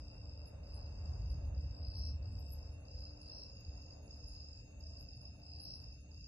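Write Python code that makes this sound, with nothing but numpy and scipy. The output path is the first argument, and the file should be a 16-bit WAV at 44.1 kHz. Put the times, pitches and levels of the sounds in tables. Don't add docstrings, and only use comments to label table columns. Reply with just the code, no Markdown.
import sys
import numpy as np
from scipy import signal
from scipy.fft import rfft, irfft, next_fast_len
from scipy.io import wavfile
from scipy.ndimage import uniform_filter1d

SR = 44100
rng = np.random.default_rng(int(sys.argv[2]) if len(sys.argv) > 2 else 0)


def dump(signal):
    limited = np.clip(np.atleast_2d(signal).T, -1, 1)
    pcm = np.round(limited * 32767).astype(np.int16)
    wavfile.write(sys.argv[1], SR, pcm)


def level_to_linear(level):
    exponent = np.asarray(level, float) / 20
    return 10 ** exponent


N = 276534


def rms_one(x):
    return x / np.sqrt(np.mean(x ** 2) + 1e-20)


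def in_time(rows):
    s, *columns = np.transpose(rows)
    return [np.interp(np.arange(N) / SR, s, column) for column in columns]


def at_hz(points, hz):
    table_hz, table_db = np.transpose(points)
    return np.interp(np.log(hz), np.log(table_hz), table_db)


def wander(step_s):
    knots = np.arange(0, N / SR + 1, step_s)
    return np.interp(np.arange(N) / SR, knots, rng.standard_normal(len(knots)))


def rasp(depth, size):
    return 1 + depth * rms_one(np.convolve(rng.standard_normal(N), np.hanning(size), "same"))


def swell(u, peak):
    warp = np.log(.5) / np.log(np.clip(peak, .05, .95))
    return np.sin(np.pi * u ** warp) ** 2


def add(track, start_s, pitch_hz, level, overtone_db=-60):
    phase = 2 * np.pi * (np.cumsum(pitch_hz) / SR + rng.random())
    at = round(start_s * SR)
    tone = level * (np.sin(phase) + level_to_linear(overtone_db) * np.sin(2 * phase))
    track[at:at + len(tone)] += tone[:max(N - at, 0)]


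def sides(pan_db):
    return level_to_linear(np.array([[pan_db / 2], [-pan_db / 2]]))


def outdoors(x, lag_ms, echo_db, t60, turn=0, alike=0, pan_db=0):
    size = next_fast_len(N + SR // 2)
    t = np.arange(SR // 2) / SR
    tails = rng.standard_normal((3, len(t))) * level_to_linear(-60 * t / t60) * (1 - np.exp(-t / .006))
    tails = level_to_linear(echo_db) * rfft(tails / np.linalg.norm(tails[0]), size)
    hz = np.fft.rfftfreq(size, 1 / SR)
    late = np.exp(-1j * (2 * np.pi * hz * lag_ms / 1000 + turn))
    ports = np.array([late, np.ones_like(late)])
    source = np.atleast_2d(rfft(x, size))
    tail = np.sqrt(alike) * ports * tails[2] + np.sqrt(1 - alike) * tails[:2]
    heard = irfft(source * ports + source.mean(0) * tail, size)
    heard[:, :len(t)] += heard[:, N:N + len(t)]
    return sides(pan_db) * heard[:, :N]


def thunder_db():
    # start_s, swell_s, hold_s, level_db
    rolls = [
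        (0.379, 0.092, 0.088, -53),
        (0.658, .04, .01, -51),
        (0.849, 0.36, 0.41, -41),
        (1.75, 0.091, .5, -42.5),
        (2.45, .05, 0.27, -51.5),
        (2.878, .05, .12, -51.5),
        (3.62, .05, .01, -50.5),
        (4.198, 0.05, .05, -51.5),
        (4.848, .05, .3, -55.5),
        (5.45, .1, .4, -55.5),
    ]
    fade_db_per_s, murmur_db, murmur_fade_db_per_s = 70, -51.5, 0.9
    t = np.arange(N) / SR
    layers = [murmur_db - murmur_fade_db_per_s * t]
    for start, rise, hold, level_db in rolls:
        before_db = 11 * np.maximum(1 - (t - start) / rise, 0)
        after_db = fade_db_per_s * np.maximum(t - start - rise - hold, 0)
        layers.append(level_db - before_db - after_db)
    return 20 * np.log10(np.sqrt(np.sum(level_to_linear(layers) ** 2, axis=0)))


def rumble_levels():
    # start_s, distance_m
    road = [(0, 135), (.45, 120), (1.1, 84), (1.9, 112), (2.4, 139), (2.9, 116), (3.4, 148), (4.0, 137),
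            (4.6, 200), (5.2, 217), (5.75, 180), (5.95, 280), (6.27, 300)]
    growl_db, growl_follows = -61.5, .35
    traffic_db, tyres_100m_db, air_loss_db_per_m, patchy_db = -69, -80.5, .04, 1.27
    swish_s, swish_length_s, swish_peak_db = 5.83, .025, 8
    town_db, tyre_top_db = -86.5, -6.5
    thunder, (metres,) = thunder_db(), in_time(road)
    near_db = -20 * np.log10(np.maximum(metres, 10) / 100)
    swish_db = swish_peak_db * np.exp(-((np.arange(N) / SR - swish_s) / swish_length_s) ** 2)
    road_db = near_db + patchy_db * wander(.06)
    growl = growl_db + growl_follows * (thunder - thunder.mean()) + 1.5 * wander(.08)
    engines = traffic_db + road_db + 1.9 * wander(.05)
    wheels = traffic_db - 9 + road_db + 0.53 * swish_db + 2.5 * wander(.05)
    tyres = tyres_100m_db + road_db + swish_db - air_loss_db_per_m * (metres - 100) + 2.5 * wander(.05)
    wash = 20 * np.log10(np.hypot(level_to_linear(tyres + tyre_top_db), level_to_linear(town_db)))
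    return thunder, growl, engines, wheels, tyres, wash


def rumble():
    # frequency_hz, density_db [dB per Hz]
    thunder_colour = [(24, -25), (40, -5.5), (52, 3), (81, -1.5), (116, -8.5), (167, -19), (266, -25),
                      (327, -33.5)]
    # frequency_hz, density_db [dB per Hz]
    road_colour = [(327, -34), (567, -31.5), (734, -35.5), (1960, -54), (2450, -52), (3180, -84),
                   (5390, -120)]
    # frequency_hz, likeness [0 to 1]
    likeness = [(80, .996), (140, .988), (250, .88), (340, .15), (570, .35), (1000, .25), (1700, .8),
                (2200, .1)]
    edges_hz = [130, 400, 700, 1000, 1500]
    drone_hz, drone_width_hz, drone_peak_db = 75, 7, 7
    road_pan_db, road_lag_s = 1.0, .27 / 1000
    size = next_fast_len(N)
    hz = np.fft.rfftfreq(size, 1 / SR) + 1
    drone_db = drone_peak_db / (1 + ((hz - drone_hz) / drone_width_hz) ** 2)
    colour_db = at_hz([*thunder_colour, *road_colour[1:]], hz) + drone_db
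    mid, side = rfft(rng.standard_normal((2, size))) * level_to_linear(colour_db)
    alike = np.clip(at_hz(likeness, hz), 0, 1)
    pair = np.sqrt(1 + alike) * mid + np.sqrt(1 - alike) * side * [[1], [-1]]
    pair[0] *= np.exp(-2j * np.pi * hz * road_lag_s / (1 + (hz / 1200) ** 6 + (330 / hz) ** 4))
    pair[0] *= level_to_linear(road_pan_db / (1 + (hz / 1500) ** 6 + (300 / hz) ** 6))
    below = [0, *[1 / (1 + (hz / edge) ** 8) for edge in edges_hz], 1]
    out = np.zeros((2, N))
    for low, high, level_db in zip(below, below[1:], rumble_levels()):
        band = irfft(pair * np.sqrt(high - low), size)[:, :N]
        out += level_to_linear(level_db) * rms_one(band)
    return out


def tread():
    # start_s, pitch_hz, level_db
    tread_path = [(0, 570, -70.5), (.6, 545, -73), (1.2, 560, -74.5), (1.85, 560, -70), (2.3, 560, -75),
                  (2.85, 559.3, -69), (3.5, 520, -71.5), (4.0, 530.3, -75), (4.3, 540, -75),
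                  (4.6, 560, -80.5), (4.93, 610.6, -71.5), (5.15, 669, -80.5), (5.35, 700, -76.5),
                  (5.7, 690, -72), (5.82, 690, -86), (6.27, 690, -91)]
    width_hz = 55
    pitch_hz, level_db = in_time(tread_path)
    lowpass = signal.butter(2, width_hz, fs=SR, output="sos")
    slow = signal.sosfilt(lowpass, rng.standard_normal((4, N)))
    phase = 2 * np.pi * np.cumsum(pitch_hz) / SR
    mid, side = slow[:2] * np.cos(phase) + slow[2:] * np.sin(phase)
    return level_to_linear(level_db + 2.1 * wander(.06)) * rms_one(mid + .7 * side * np.array([[1], [-1]]))


def hum():
    # frequency_hz, level_db [rms]
    harmonics = [
        (296.3, -72.5),
        (592.6, -88),
        (888.9, -88),
    ]
    wavers_db = [2.5, 2.5, 2.5]
    fade_db_per_s = .5
    t = np.arange(N) / SR + .0004 * wander(.15)
    out = np.zeros(N)
    for (hz, level_db), waver_db in zip(harmonics, wavers_db):
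        line_db = level_db + 3 + waver_db * wander(.12) - fade_db_per_s * (t - 3)
        out += level_to_linear(line_db) * np.sin(2 * np.pi * hz * t)
    return out


def chorus(pitch_hz, spread_hz, fall_hz, per_s, lag_ms, echo_db, level_db, patchy_db, count=8):
    t = np.arange(round(.8 * SR / per_s)) / SR
    out, shape = np.zeros(2 * N), swell(t / t[-1], .4)
    for pitch, pace in zip(np.linspace(-1.5, 1.5, count), rng.normal(0, 1, count)):
        jitter, phase = rng.random((2, 1000, 1))
        gaps = 1 + .03 * pace + .12 * (jitter - .5)
        at = ((np.cumsum(gaps) - .9 * phase[0, 0]) * SR / per_s).astype(int)[:, None]
        heard = at[:, 0] < N
        hz = pitch_hz + spread_hz * pitch + fall_hz * (.4 - t / t[-1] / 2)
        size = level_to_linear(patchy_db * wander(.07)[at[heard]])
        strokes = size * shape * np.sin(2 * np.pi * (hz * t + phase[heard]))
        out += np.bincount((at[heard] + np.arange(len(t))).ravel(), strokes.ravel(), 2 * N)
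    return level_to_linear(level_db) * rms_one(outdoors(out[:N], lag_ms, echo_db, t60=.4))


def far_choruses():
    # pitch_hz, spread_hz, fall_hz [in a stroke], strokes_per_s, left_lag_ms, echo_db, level_db,
    # patchiness_db
    trills = [
        (2666, 40, 90, 65, .205, -1.5, -72.3, 1.5),
        (3715, 70, 150, 62, .3, -0.5, -88, 2.5),
        (4680, 280, 500, 40, .286, -1.5, -82.5, 3),
        (7612, 310, 300, 110, 0, -14.5, -88.5, 5.5),
        (6420, 120, 220, 135, .225, 1.5, -79, 4.5),
        (6637, 100, 250, 135, .225, 1.5, -78.5, 3),
    ]
    pans_db = [-1, -1.8, 0, 0, 1.9, 1.9]
    # start_s, then three of level_db over the chorus's own
    joining = [(0, 1, -0.5, -7), (.3, 0.5, -5.5, -9), (.9, 0.5, -2, -8), (1.15, -0.5, 2, -3),
               (1.7, 0.5, -1.5, -5), (1.82, 0, -15, -15), (2.4, 1, -4, -9), (2.8, 0.5, 1.5, -2),
               (3.0, -2, -0.5, 0), (3.6, -2.5, -3, 3.5), (4.2, -3.5, -2, 5.5), (4.8, 0, 0.5, 3),
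               (5.3, -1.5, -2, -1), (5.7, -2, -3, -6), (5.95, -1, 4, -3), (6.27, -1, 3.5, 4)]
    voices = [sides(pan_db) * chorus(*row) for row, pan_db in zip(trills, pans_db)]
    changing = [level_to_linear(level_db) * voice for level_db, voice in zip(in_time(joining), voices[3:])]
    return sum(voices[:3]) + sum(changing)


def high_hiss():
    bandpass = signal.butter(2, [10200, 11900], "band", fs=SR, output="sos")
    noise = signal.sosfilt(bandpass, rng.standard_normal(N))
    noise = outdoors(noise, lag_ms=0, echo_db=-8.5, t60=0.22, turn=1.45, alike=.6)
    return level_to_linear(-87 + 3.0 * wander(.05)) * noise


def near_cricket():
    # first_stroke_s, last_stroke_s, strokes, level_db, pan_db [left over right]
    phrases = [(0.021, .457, 13, -66.5, 0), (0.635, .812, 6, -67.5, 0), (.893, 1.344, 13, -65.5, 3),
               (1.548, 1.995, 13, -66, 3), (2.227, 2.671, 13, -66.5, 3), (2.852, 3.3, 13, -65.5, 0),
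               (3.401, 3.907, 14, -64.5, -3.5), (4.079, 4.573, 14, -63, -5), (4.808, 5.256, 13, -63, -5),
               (5.436, 5.926, 14, -63, -5), (6.115, 6.564, 13, -63, -4)]
    # level_db [left, right]
    wall_db = [-7, -14]
    wall_delay_s = .017
    out, u = np.zeros(N), np.linspace(0, 1, round(.013 * SR))
    for first, last, strokes, level_db, _ in phrases:
        k = np.arange(round(strokes))
        gaps = 31 + 11.5 / (1 + np.exp((4.3 - k[:-1]) / 1.2))
        centres = first + (last - first) * np.append(0, np.cumsum(gaps)) / gaps.sum()
        grows = 1 - np.exp(-(k + 1) / 1.15)
        for centre, grow, (pitch, size) in zip(centres, grows, rng.normal(0, 1, (len(k), 2))):
            path = (5390 - 960 * u ** 1.3) * (1 + .006 * pitch)
            level = grow * level_to_linear(level_db + 11.3 + 1.1 * size) * swell(u, 0.47) ** .9
            add(out, centre - .0055, path, level, overtone_db=-43.5)
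    out = out * rasp(0.3, size=240)
    pan_db = np.interp(np.arange(N) / SR, [row[0] + .2 for row in phrases], [row[4] for row in phrases])
    wall = level_to_linear(np.array(wall_db))[:, None] * np.roll(out, round(wall_delay_s * SR))
    direct = out * level_to_linear([pan_db / 2, -pan_db / 2])
    return outdoors(direct + wall, lag_ms=0.285, echo_db=-1.5, t60=0.41, alike=.25)


def bats():
    # start_s, length_s, lowest_hz, level_db
    dips = [
        (.455, 0.05, 10740, -76),
        (.73, .055, 9300, -74.5),
        (1.276, 0.07, 10500, -79.5),
        (1.965, .04, 11000, -74.5),
        (2.385, .035, 11600, -72.5),
        (2.51, 0.04, 11200, -60),
        (4.02, 0.02, 11700, -86),
    ]
    # start_s, length_s, first_hz, last_hz, level_db
    glides = [(1.45, 0.042, 10260, 11100, -86), (1.875, .015, 11900, 11000, -82),
              (2.06, .03, 10500, 11400, -80), (2.082, .04, 10300, 8500, -83), (2.44, .03, 9300, 10300, -86),
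              (2.719, 0.038, 9940, 9800, -83), (2.79, .04, 10000, 10900, -86),
              (2.98, .06, 10600, 11900, -84), (3.199, .05, 11200, 9200, -82),
              (4.273, 0.033, 11800, 9200, -73.5), (4.31, 0.053, 11000, 11250, -82),
              (4.979, 0.068, 10600, 12200, -76), (5.15, .03, 11800, 9500, -83.5),
              (5.2, .05, 10300, 11600, -83), (5.59, 0.082, 10100, 11900, -67.5),
              (5.74, 0.032, 10000, 11400, -74.5), (5.811, .02, 11000, 11700, -80),
              (5.999, .025, 10000, 10600, -85), (6.169, .06, 10700, 11500, -92),
              (2.54, .025, 11600, 12300, -78), (2.475, .04, 11900, 11900, -78), (2.4, .07, 8700, 9000, -93),
              (2.45, .04, 10600, 11100, -86), (2.3, .06, 9800, 10900, -88),
              (3.595, .025, 11900, 11950, -83.5), (3.54, .04, 9800, 11300, -90),
              (3.803, 0.043, 10600, 12100, -89), (4.03, .07, 10750, 10700, -83),
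              (4.3, .05, 9400, 9100, -87), (3.73, .06, 9000, 9100, -94), (4.02, .06, 9200, 9600, -95),
              (4.148, 0.029, 10800, 11900, -89), (4.63, .03, 10000, 11500, -91),
              (4.7, .03, 11500, 10000, -89), (4.78, .04, 11600, 11430, -88), (4.99, .05, 11300, 11400, -80),
              (5.764, .025, 11300, 9800, -79), (5.78, .04, 8700, 9000, -87.5),
              (5.33, .1, 10400, 11700, -89), (5.93, .02, 11500, 10700, -87)]
    top_hz = 11830
    out = np.zeros(N)
    near = [(s, length, top_hz, low, top_hz, db) for s, length, low, db in dips]
    near += [(s, length, first, (first + last) / 2, last, db) for s, length, first, last, db in glides]
    ranges, lowest = [6.2, 0.035, 3000, 2600, 3000, 11], [0, .012, 8900.5, 9300.5, 8900.5, -103]
    far = rng.random((120, 6)) * ranges + lowest
    for start, length, first_hz, middle_hz, last_hz, level_db in [*near, *far]:
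        u = np.linspace(0, 1, round(length * SR))
        bend = np.interp(u, [0, .5, 1], [first_hz, middle_hz, last_hz])
        path = uniform_filter1d(bend, size=250, mode="nearest")
        add(out, start, path, level_to_linear(level_db + 6.5) * swell(u, .5) ** 0.74)
    out = out * rasp(.35, size=120)
    return outdoors(out, lag_ms=0, echo_db=-12.5, t60=.2, turn=1.45, alike=.8, pan_db=-.6)


def buzzing_cricket():
    # first_stroke_s, end_s, top_start_hz, top_full_effort_hz, level_db
    buzzes = [
        (.642, .875, 5150, 5180, -65.5),
        (1.3, 1.46, 4900, 5000, -78),
        (1.749, 1.88, 5160, 5200, -61.5),
        (1.8521, 2.095, 5250, 5780, -56.5),
        (2.887, 3.1, 5110, 5200, -62),
        (3.2162, 3.45, 5260, 5790, -58),
        (4.2, 4.43, 5020, 5164, -66.5),
        (5.4007, 5.56, 5190, 5204, -62.5),
        (5.5361, 5.757, 5180, 5757, -58),
    ]
    strokes_per_s = 59.3
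    out, u = np.zeros(N), np.linspace(0, 1, round(.014 * SR))
    octave, tap = np.zeros(N), np.linspace(0, 1, round(.0065 * SR))
    for first, end, start_hz, full_hz, level_db in buzzes:
        gentle_hz = 5750 - full_hz
        for centre in np.arange(first, end, 1 / strokes_per_s):
            effort = np.clip((centre - first - .02) / .09, 0, 1)
            top = (start_hz + (full_hz - start_hz) * effort ** 3.0) * (1 + .006 * rng.normal())
            level = level_to_linear(level_db + 11.0 - 10.2 * (1 - effort) + 1.2 * rng.normal())
            path = top + 10 - (top - 4230 - 0.65 * gentle_hz) * u ** 1.2
            octave_db = -31 - 0.8 * effort - 0.027 * gentle_hz + 3 * rng.normal()
            knock_db = -19 + 3.5 * effort - .008 * gentle_hz
            add(out, centre - .006 + .0008 * rng.normal(), path, level * swell(u, 0.42))
            add(octave, centre - .006, 2 * path, level * level_to_linear(octave_db) * swell(u, 0.45))
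            add(out, centre + .002, 4450 - 550 * tap, level * level_to_linear(knock_db) * swell(tap, 0.45))
    out, octave = out * rasp(.15, size=260), octave * rasp(.4, size=60)
    body = outdoors(out, lag_ms=0.268, echo_db=-2.2, t60=.26, alike=.35, pan_db=1.1)
    return body + outdoors(octave, lag_ms=0, echo_db=-6, t60=.15, turn=1.4, alike=.6, pan_db=-1.1)


def scene():
    ground = rumble() + tread() + hum()
    return ground + far_choruses() + high_hiss() + near_cricket() + bats() + buzzing_cricket()


def thin_out(x):
    # frequency_hz, density_db [dB per Hz]
    kept_above = [(850, -109), (1500, -119), (2200, -123), (4200, -122), (6200, -117), (7600, -124),
                  (8900, -131), (11700, -134), (12400, -120)]
    # frequency_hz, depth_db [under the top of the cricket band]
    gated_under = [(5800, 60), (6100, 14.5), (6900, 15.5), (7600, 26), (8400, 27), (8800, 60)]
    # frequency_hz, level_db [against the band]
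    dead_zone = [(150, -22), (500, -9), (1200, -3.5), (2000, -3), (2800, -5), (4000, -3), (4600, -10.5),
                 (5400, -13.5), (6300, -3.5), (8000, -2)]
    frame, offset, lines_kept = 1024, 390, 584
    frame_spread_db, band_spread_db = 1.5, 3.5
    n, k = np.arange(2 * frame)[:, None] + .5, np.arange(lines_kept) + .5
    window = np.sqrt(2 / frame) * np.sin(np.pi * n / 2 / frame)
    basis = window * np.cos(np.pi / frame * (n + frame / 2) * k)
    before, frames, hz = 2 * frame - offset, N // frame + 4, k * SR / 2 / frame
    mid_side = np.array([x[0] + x[1], x[0] - x[1]]) / 2
    pair = np.pad(mid_side, ((0, 0), (before, frames * frame - before - N)))
    halves = pair.reshape(2, frames, frame)
    cells = np.concatenate([halves[:, :-1], halves[:, 1:]], axis=2) @ basis
    power = 2 * cells ** 2 / SR + 1e-20
    band_db = 10 * np.log10(uniform_filter1d(power, size=8, axis=2) + 1e-20)
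    cricket_power = power[:, :, (hz > 5350) & (hz < 5900)].sum(0).mean(1)
    loud_db = 10 * np.log10(uniform_filter1d(cricket_power, size=3))
    starved_db = frame_spread_db * rng.standard_normal((frames - 1, 1))
    patches = uniform_filter1d(rng.standard_normal((frames - 1, lines_kept // 8)), size=3, axis=0)
    patches_db = band_spread_db * np.repeat(rms_one(patches), 8, axis=1)
    threshold_db = np.maximum(at_hz(kept_above, hz), loud_db[:, None] - at_hz(gated_under, hz))
    limit_db = threshold_db + starved_db + patches_db
    weak_db = band_db + at_hz(dead_zone, hz) + starved_db - 10 * np.log10(power)
    short_db = np.maximum(limit_db - band_db, weak_db)
    back = cells / (1 + level_to_linear(np.clip(20 * short_db, -99, 60))) @ basis.T
    joined = (back[:, 1:, :frame] + back[:, :-1, frame:]).reshape(2, -1)
    mid, side = joined[:, before - frame:before - frame + N]
    return np.array([mid + side, mid - side])


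def band_limit(x):
    return signal.sosfilt(signal.butter(12, 12680, fs=SR, output="sos"), x)


def record(dry):
    tick_db, tick_decay_s = -53, 0.00014
    tick = level_to_linear(tick_db) * np.exp(-np.arange(N) / SR / tick_decay_s)
    return band_limit(thin_out(dry) + tick)


dry = scene()
out = record(dry)
dump(out)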